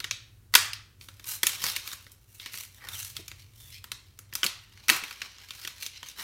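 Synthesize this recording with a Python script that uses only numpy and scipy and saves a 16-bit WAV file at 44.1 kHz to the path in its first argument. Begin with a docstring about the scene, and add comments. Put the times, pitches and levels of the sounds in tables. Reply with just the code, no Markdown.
"""Sharp snaps of stiff gift paper over a low hum come first; then sliding, crackling and a few rubs and squeaks.
Hands pick at a small wrapped box and tear its paper, close to the microphone in a quiet bedroom.
Buckling creases are bursts of spiky noise that ring facets of paper; hollow knocks of the box go with them.
Sliding is noise, slips and small creases through wandering resonances; squeaks are gliding bands of noise.
Near echoes and a diffuse room tail answer the paper; filtered noise and tones form the background."""
import sys
import numpy as np
from scipy import signal
from scipy.fft import rfft, irfft, next_fast_len
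from scipy.io import wavfile
from scipy.ndimage import map_coordinates

SR = 44100
rng = np.random.default_rng(int(sys.argv[2]) if len(sys.argv) > 2 else 0)


def to_wav(s):
    """Save 16-bit WAV."""
    ch = np.atleast_2d(s).T  # columns
    pcm = np.round(np.clip(ch, -1, 1) * 32767)  # PCM
    wavfile.write(sys.argv[1], SR, pcm.astype(np.int16))


N = 274895
TIME = np.arange(N) / SR


def gain_of(db):
    """Level law: decibels to an amplitude ratio."""
    return 10 ** (np.asarray(db) / 20)


def evened(x):
    """Normalization: scales to an rms of 1."""
    return x / np.sqrt(np.mean(x ** 2) + 1e-20)


def read(points, hz):
    """Interpolation of a spectral table on a logarithmic frequency axis."""
    f, value = np.transpose(points)
    return np.interp(np.log(hz + 1), np.log(f + 1), value)


def add(mix, s, sound):
    """Superposition: adds a sound to the mix, in place, from time s."""
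    part = mix[max(0, round(s * SR)):][:len(sound)]
    part += sound[:len(part)]


def coloured(x, colour):
    """Linear filtering: multiplies the spectrum by a table of f/Hz, gain/dB."""
    size = next_fast_len(N + SR)
    gain = gain_of(read(colour, np.fft.rfftfreq(size, 1 / SR)))
    return irfft(rfft(x, size) * gain, size)[:N]


def noise(colour):
    """Stationary noise: white noise shaped by a spectral table, rms 1."""
    return evened(coloured(rng.standard_normal(N), colour))


def drift(per_s):
    """Slow random modulation: a smooth curve through per_s normal random points a second."""
    coarse = TIME[::64]
    points = rng.standard_normal(2048)
    curve = map_coordinates(points, [coarse * per_s], order=2, mode="wrap")
    return np.interp(TIME, coarse, curve)


# Low rumble of the room and the moving arms: t/s, relative level/dB
RUMBLE_LEVEL = [(0.0, -55), (1.5, -58.5), (2.2, -62.5), (2.78, -61.5), (2.86, -54), (3.8, -56.5),
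                (4.75, -61), (4.91, -55.5), (5.01, -67.5), (6.23, -65.5)]
# Spectral shape of the rumble: f/Hz, relative level/dB
RUMBLE_SPECTRUM = [(22, -31), (35, -15.5), (45, -1), (72, -9.5), (92, 8), (122, 0.5), (155, -17),
                   (300, -35.5)]
# Spectral shape of the still air: f/Hz, relative level/dB
AIR_SPECTRUM = [(200, 0.5), (400, -4.5), (700, -14), (1500, -14), (4000, -24), (9000, -33.5), (16000, -36)]
# Steady hum tones: f/Hz, rms level/dB
HUM_TONES = [(60, -68), (91.5, -67.5)]


def background(rumble_db=1.0, air_db=-69, swell_db=0.5):
    """Stationary and modulated sources: swelling rumble, phase-wavering hum and faint hiss."""
    rumble_level = np.interp(TIME, *np.transpose(RUMBLE_LEVEL)) + rumble_db + swell_db * drift(9.2)
    rumble = gain_of(rumble_level) * noise(RUMBLE_SPECTRUM)
    hum = sum(gain_of(db) * np.sqrt(2) * np.sin(2 * np.pi * hz * TIME + .4 * drift(4.4))
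              for hz, db in HUM_TONES)
    return rumble + hum + gain_of(air_db) * noise(AIR_SPECTRUM)


def facet(x, hz, width):
    """Damped resonance: a flat piece between creases rings briefly; width/Hz holds at 2 kHz, growing as sqrt(f)."""
    pole = np.exp((2j * np.pi * hz - np.pi * width * np.sqrt(hz / 2000)) / SR)
    return 2 * signal.lfilter([1 - abs(pole)], [1, -pole], x).real


# Bands of the whole sheet, wide panels, small facets and breaking fibres: low f/Hz, high f/Hz
VIBRATION_BANDS = [(340, 973), (1000, 2003.6), (2050, 6430), (6300, 15300)]
PAPER_FILTERS = [signal.butter(4, np.clip(edges, 20, SR / 2 - 100), "band", fs=SR, output="sos")
                 for edges in VIBRATION_BANDS]


def paper(sheet, flap_db, crisp_db, body_db):
    """Radiation by scale: weighs the sheet's vibration from its slow bending up to its fibres."""
    # relative to the small facets; the whole sheet follows the wide panels
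    levels = (flap_db + body_db, flap_db, 0, crisp_db)
    return sum(gain_of(db) * evened(signal.sosfilt(sos, sheet)) for db, sos in zip(levels, PAPER_FILTERS))


def snap(level_db, flap_db, crisp_db, hz, main_db, others_db,
         ring=.018, spike_db=3, width=270, body_db=-18, rise=0.0004):
    """Buckling instability: a spiky noise burst rings the buckling facet and its random neighbours."""
    t = TIME[:1536]
    spikes = gain_of(spike_db * np.clip(rng.standard_normal(len(t)), -2, 2))
    run = rng.standard_normal(len(t)) * spikes
    # ring/s is the time to fall 60 dB, rise/s the onset's time constant
    run *= gain_of(-60 * t / ring) * (1 - np.exp(-t / rise))
    others_hz = np.geomspace(1200, 11000, num=9) * np.exp(rng.uniform(-.14, 0.12, 9))
    others = sum(rng.random() * facet(run, f, width) for f in others_hz)
    sheet = run + gain_of(main_db) * facet(run, hz, width) + gain_of(others_db) * others
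    # the level refers to the same energy spread over 8 ms
    span_gain = np.sqrt(.008 * SR / len(t))
    return gain_of(level_db) * span_gain * paper(sheet, flap_db, crisp_db, body_db)


# Snaps of the paper: t/s, relative level/dB, wide-panel flap/dB, crispness/dB, buckling facet f/Hz
SNAPS = [(0.002, -35, -6.5, -8.5, 3830), (0.0423, -30.5, -6, -11, 1914), (0.1099, -24, -15.5, -14.5, 6230),
         (0.539, -21, -2, -6, 2110), (0.5513, -11.5, -7, 0, 4686), (0.5535, -12.5, -2.5, -6.5, 3300),
         (0.7322, -30.5, -39, -11, 4966), (1.0109, -46, -15, -17, 3300), (1.086, -45.5, -2.5, -5, 3500),
         (1.196, -49.5, -3, -5, 3675), (1.242, -46, -10, -1, 5300), (1.4312, -22, -4.5, 0, 2030),
         (1.4678, -21, -14, 2.5, 6600), (1.6396, -28.5, -3, -1, 6540), (1.763, -28.5, -12.5, -3, 2330),
         (1.8755, -38, -8, 0, 4680), (1.931, -44, 1.5, 5.5, 6720), (2.0654, -52, 0, -15, 2082),
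         (2.398, -40.5, -15.5, -17, 3420), (2.4598, -37, -5, -9, 2120), (2.5405, -39.5, -6, -10, 1990),
         (2.8867, -37.5, -10.5, -2.5, 3580), (3.166, -34, -15, -4.5, 3240), (3.28, -40, -14.5, -3, 6880),
         (3.315, -42.5, -7, -12, 2170), (3.841, -44.5, -0.5, 0, 3254), (3.9169, -32, -10, -5.5, 3810),
         (4.1892, -50.5, -2, 7.5, 6503), (4.326, -44.5, 1.5, -20, 2745), (4.336, -43.5, -11, 3, 5170),
         (4.3528, -30, -10, 1, 6100), (4.4312, -21, -6, -16, 2880), (4.441, -27.5, -5.5, -1, 2760),
         (4.447, -39, 4, 9, 6600), (4.4635, -23.5, -36, -6.5, 4300), (4.883, -27.5, -6, -1.5, 5630),
         (4.8914, -18, -4, -9, 2500), (4.8983, -14.5, -5, -5, 2600), (5.037, -35, -7, -10, 2450),
         (5.109, -40, -2.5, -7.5, 2600), (5.217, -31, -7, -15.5, 2530), (5.5064, -37, -11.5, -12, 3200),
         (5.6492, -36.5, -5.5, -8, 3120), (5.6744, -33, -8, -7, 2730), (5.8246, -36, -29, -11, 6000),
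         (5.8632, -33, -19.5, -6.5, 6300), (6.0294, -41, -1.5, -9, 3100), (6.0857, -42, -16, -0.5, 6400)]


def snaps(rows, main_db=9, others_db=5, room_main_db=1, room_others_db=-8, count=3):
    """Directivity: direct snaps favour one facet; those thrown in other directions favour it less."""
    direct, thrown = np.zeros(N), np.zeros((count, N))
    for s, *shape in rows:
        add(direct, s, snap(*shape, main_db, others_db))
        for way in thrown:
            add(way, s, snap(*shape, room_main_db, room_others_db) / np.sqrt(count))
    return direct, thrown


# Hollow modes of the box, before random variation: f/Hz, relative level/dB, t60/s
BOX_MODES = [(180, -1.5, 0.041), (272, -1.5, 0.098), (405, -3, 0.068), (520, 0, 0.057), (624, -0.5, 0.057)]
# Further hollow knocks of the box, some together with snaps: t/s, relative level/dB
FURTHER_KNOCKS = [(1.4342, -45), (1.6403, -46), (3.192, -47.5), (4.451, -40.5), (4.89, -39.5),
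                  (4.91, -34.5), (5.026, -50)]


def knocks(box_db=2.0, tug_db=-35, tug_slope=0.54):
    """Modal excitation: each knock rings the box, each mode's pitch varying at random from knock to knock."""
    out, t = np.zeros(N), TIME[:4096]
    # every snap in the table tugs at the box; tug_slope is dB of knock per dB of wide-panel flap
    tugs = [(s, tug_db + tug_slope * (level_db + flap_db)) for s, level_db, flap_db, *_ in SNAPS]
    for s, level_db in tugs + FURTHER_KNOCKS:
        for hz, db, t60 in BOX_MODES:
            decay = gain_of(level_db + box_db + db - 60 * t / t60)
            varied_hz = hz * rng.uniform(0.83, 1.2)
            add(out, s, rng.choice([-1, 1]) * decay * np.sin(2 * np.pi * varied_hz * t))
    return out


# Reflections from near surfaces: delay t/s, level/dB
NEAR_SURFACES = [(.0022, -21), (.0054, -15.5), (.0061, -19)]


def near_echoes(x):
    """Early reflection: hands, wall and bed return delayed, weaker copies within a few milliseconds."""
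    out = x.copy()
    for delay, db in NEAR_SURFACES:
        add(out, delay, gain_of(db) * x)
    return out


# Decay of the room: f/Hz, t60/s
ROOM_DECAY = [(250, 0.04), (700, .5), (1700, .5), (4500, 0.42), (8000, 0.35), (14000, 0.15)]
# Spectral shape of its tail at the start: f/Hz, relative level/dB
ROOM_SPECTRUM = [(150, -5), (600, -0.5), (1200, -4), (3500, -2.5), (7000, -2.5), (10000, 0.5), (16000, -2)]


def room(x, start=0.001, build=0.0013):
    """Diffuse reverberation: dense reflections of random sign, each band dying at its own speed."""
    taps = rng.choice([-1., 1.], SR) * (rng.random(SR) < 7000 / SR)
    taps *= 1 - np.exp(-np.maximum(TIME[:SR] - start, 0) / build)
    hz, t, z = signal.stft(taps, SR, nperseg=256)
    z *= gain_of(read(ROOM_SPECTRUM, hz)[:, None] - 60 * t / read(ROOM_DECAY, hz)[:, None])
    tail = signal.istft(z, SR, nperseg=256)[1]
    return signal.fftconvolve(x, tail / np.linalg.norm(tail))[:N]


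# Pulls and slides of the fingers: start t/s, length t/s, relative level/dB, wide-panel flap/dB, crispness/dB
STROKES = [(0.522, 0.21, -50.5, 2, 4.5), (0.992, 0.12, -60.5, -8, 4.5), (1.254, 0.15, -44, -9, 7.5),
           (1.437, 0.19, -42.5, -8.5, -0.5), (1.592, 0.19, -35, -10, -1.5), (1.847, 0.1546, -49, -7.5, 0),
           (2.113, 0.031, -64.5, -15, 12.5), (2.39, 0.21, -51, -12, -19), (2.506, 0.2, -49, -11.5, 2.5),
           (2.767, 0.29, -56, 3, -6), (2.874, 0.32, -48, -12.5, 4), (3.137, 0.1, -51, -11, -2.5),
           (3.372, 0.098, -59, -22, -5.5), (3.521, 0.32, -62.5, -9.5, 5), (3.714, 0.091, -48.5, -37, -7),
           (4.312, 0.18, -59, -1.5, 3), (4.741, 0.14, -59.5, -4.5, -26), (4.884, 0.13, -41.5, 4, 3),
           (5.22, 0.08, -48.5, -3.5, -9), (5.586, 0.16, -48, -10, -3.5), (5.789, 0.12, -46, -13.5, -1.5),
           (5.92, 0.087, -49.5, -24, -30.5), (6.034, 0.121, -51, -18.5, -5.5),
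           (6.156, 0.21, -45, -2.5, -1.5)]
# Held paper keeps shifting between strokes: t/s, relative level/dB, crispness/dB
SHIFTING = [(0.919, -90.5, -1), (1.08, -73, 1.5), (1.75, -45.5, -5), (2.26, -79, 4), (2.349, -64.5, 6),
            (3.3, -64.5, -2), (3.5, -75, -4), (3.951, -68.5, -3), (4.28, -73, -6), (4.501, -62, 0),
            (4.68, -67, -6.5), (5.099, -50, -6), (5.37, -55.5, -14), (5.55, -54.5, -1.5),
            (6.23, -62.5, -11)]


def handwork(shifting_flap_db=-10, swell_share=0.37, swell_bend=0.84, ease_bend=2.05):
    """Incoherent addition: stroke powers add to the shifting's; gives level, flap and crispness in dB."""
    s, level_db, crisp_db = np.transpose(SHIFTING)
    held = gain_of(np.interp(TIME, s, level_db, left=-140))
    held_crisp = held * gain_of(np.interp(TIME, s, crisp_db))
    power = np.array([held, held * gain_of(shifting_flap_db), held_crisp]) ** 2
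    for start, length, db, flap, crisp in STROKES:
        # a stroke swells over swell_share of its length, then eases off; exponents bend the flanks
        progress = np.arange(0, length, 1 / SR) / length
        phase = np.interp(progress, [0, swell_share, 1], [0, .5, 1])
        swell = np.sin(np.pi * phase) ** np.where(phase < .5, swell_bend, ease_bend)
        for band, colour_db in zip(power, (0, flap, crisp)):
            add(band, start, (gain_of(db + colour_db) * swell) ** 2)
    level, flap, crisp = 10 * np.log10(power)
    return level, flap - level, crisp - level


def ticks(level_db, flap_db, crisp_db, count=90, above_db=3, spread_db=4, low_hz=1900, high_hz=6800):
    """Random buckling: small creases give way, louder where the work is stronger; rows as in SNAPS."""
    rows = []
    for when, size, pitch in rng.random((count, 3)):
        i = int(when * N)
        tick_db = level_db[i] + above_db + spread_db * (2 * size - 1)
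        hz = low_hz * (high_hz / low_hz) ** pitch
        rows.append((i / SR, tick_db, flap_db[i], crisp_db[i], hz))
    return rows


def clicks(per_s, size_db):
    """Random impulses: sparse clicks, mostly small and a few large, rms 1."""
    sizes = gain_of(size_db * np.minimum(rng.exponential(1, N), 4))
    return evened((rng.random(N) < per_s / SR) * rng.choice([-1, 1], N) * sizes)


def resonate(x, hz, width):
    """Heterodyne resonance: peak gain near 1, following hz (fixed or a curve)."""
    turn = np.exp(2j * np.pi * np.cumsum(hz * np.ones(len(x))) / SR)
    r = np.exp(-np.pi * width / SR)
    return 2 * (turn * signal.lfilter([1 - r], [1, -r], x / turn + 1e-18)).real


def rustle(level_db, flap_db, crisp_db, slide=0.59, crackle=0.7, clump_db=2.5, facet_db=5, facet_width=180,
           body_db=-11, box_db=-11, box_width=50, rustle_db=1.5):
    """Stick-slip friction: clumped slips and small creases excite facets that wander as the sheet bends."""
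    # each small crease is a noise burst with a 2.8 ms decay constant
    crease_shape = signal.lfilter([1], [1, -np.exp(-1 / (0.0028 * SR))], clicks(130, 2.1) + 1e-12)
    creases = evened(crease_shape * rng.standard_normal(N))
    slips = clicks(1700, 3.5)
    drive = slips + crackle * creases + slide * rng.standard_normal(N)
    drive *= gain_of(clump_db * drift(110))
    facets = np.zeros(N)
    for hz in np.geomspace(850, 5600, num=7):
        bent_hz = hz * np.exp(.07 * drift(22))
        ringing = resonate(drive, bent_hz, facet_width * np.sqrt(hz / 2000))
        facets += ringing * gain_of(2.5 * drift(8.3))
    sheet = paper(drive + gain_of(facet_db) * facets, flap_db, crisp_db, body_db)
    # the wide panels also scrape on the box
    box = evened(sum(gain_of(db) * facet(drive, hz, box_width) for hz, db, t60 in BOX_MODES))
    return gain_of(level_db + rustle_db) * (sheet + gain_of(flap_db + box_db) * box)


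# Rubs and squeaks of the hand on glossy paper, the first one broad:
# t/s, length t/s, start f/Hz, end f/Hz, level/dB, first resonance width f/Hz
SQUEAKS = [(2.792, 0.13, 2030, 1560, -52, 500), (2.924, 0.053, 3884, 2640, -47, 220),
           (3.574, 0.18, 3580, 3380, -62, 170), (3.734, 0.066, 2280, 2620, -55.5, 170)]


def squeaks():
    """Band-limited friction: noise through two gliding resonances makes the rubs and squeaks of the hand."""
    out = np.zeros(N)
    for s, length, start_hz, end_hz, db, width in SQUEAKS:
        hz = np.linspace(start_hz, end_hz, round(length * SR))
        friction = rng.standard_normal(SR)[:len(hz)]
        rub = resonate(resonate(friction, hz, width), hz, 2 * width)
        add(out, s, gain_of(db) * evened(rub * signal.windows.tukey(len(hz), .5)))
    return out


# Colour that the hands and the microphone's port give to all of the paper: f/Hz, gain/dB
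PRESENCE = [(400, 0.5), (650, -8), (850, -3), (1150, -2.5), (1450, -1), (1700, -4), (2700, -0.5),
            (3800, 0.5), (6500, -4.5), (13000, 0)]


def scene(rustle_room_db=-9, snap_room_db=-9):
    """Superposition of direct sound, early reflections, diffuse tail and background."""
    work = handwork()
    direct, thrown = snaps(SNAPS + ticks(*work))
    handling = rustle(*work) + squeaks() + knocks()
    handling_share = gain_of(rustle_room_db) * handling / np.sqrt(len(thrown))
    tail = sum(room(gain_of(snap_room_db) * way + handling_share) for way in thrown)
    near = near_echoes(direct + handling)
    return (coloured(near + tail, PRESENCE) + background())[None]


def record(dry, edge_hz=16050):
    """Soft saturation: the input rounds loud peaks towards full scale; then a low-pass limits the band."""
    held = np.tanh(dry)
    lowpass = signal.firwin(255, edge_hz, window=("kaiser", 8), fs=SR)
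    return signal.oaconvolve(held, lowpass[None], "same")


dry = scene()
out = record(dry)
to_wav(out)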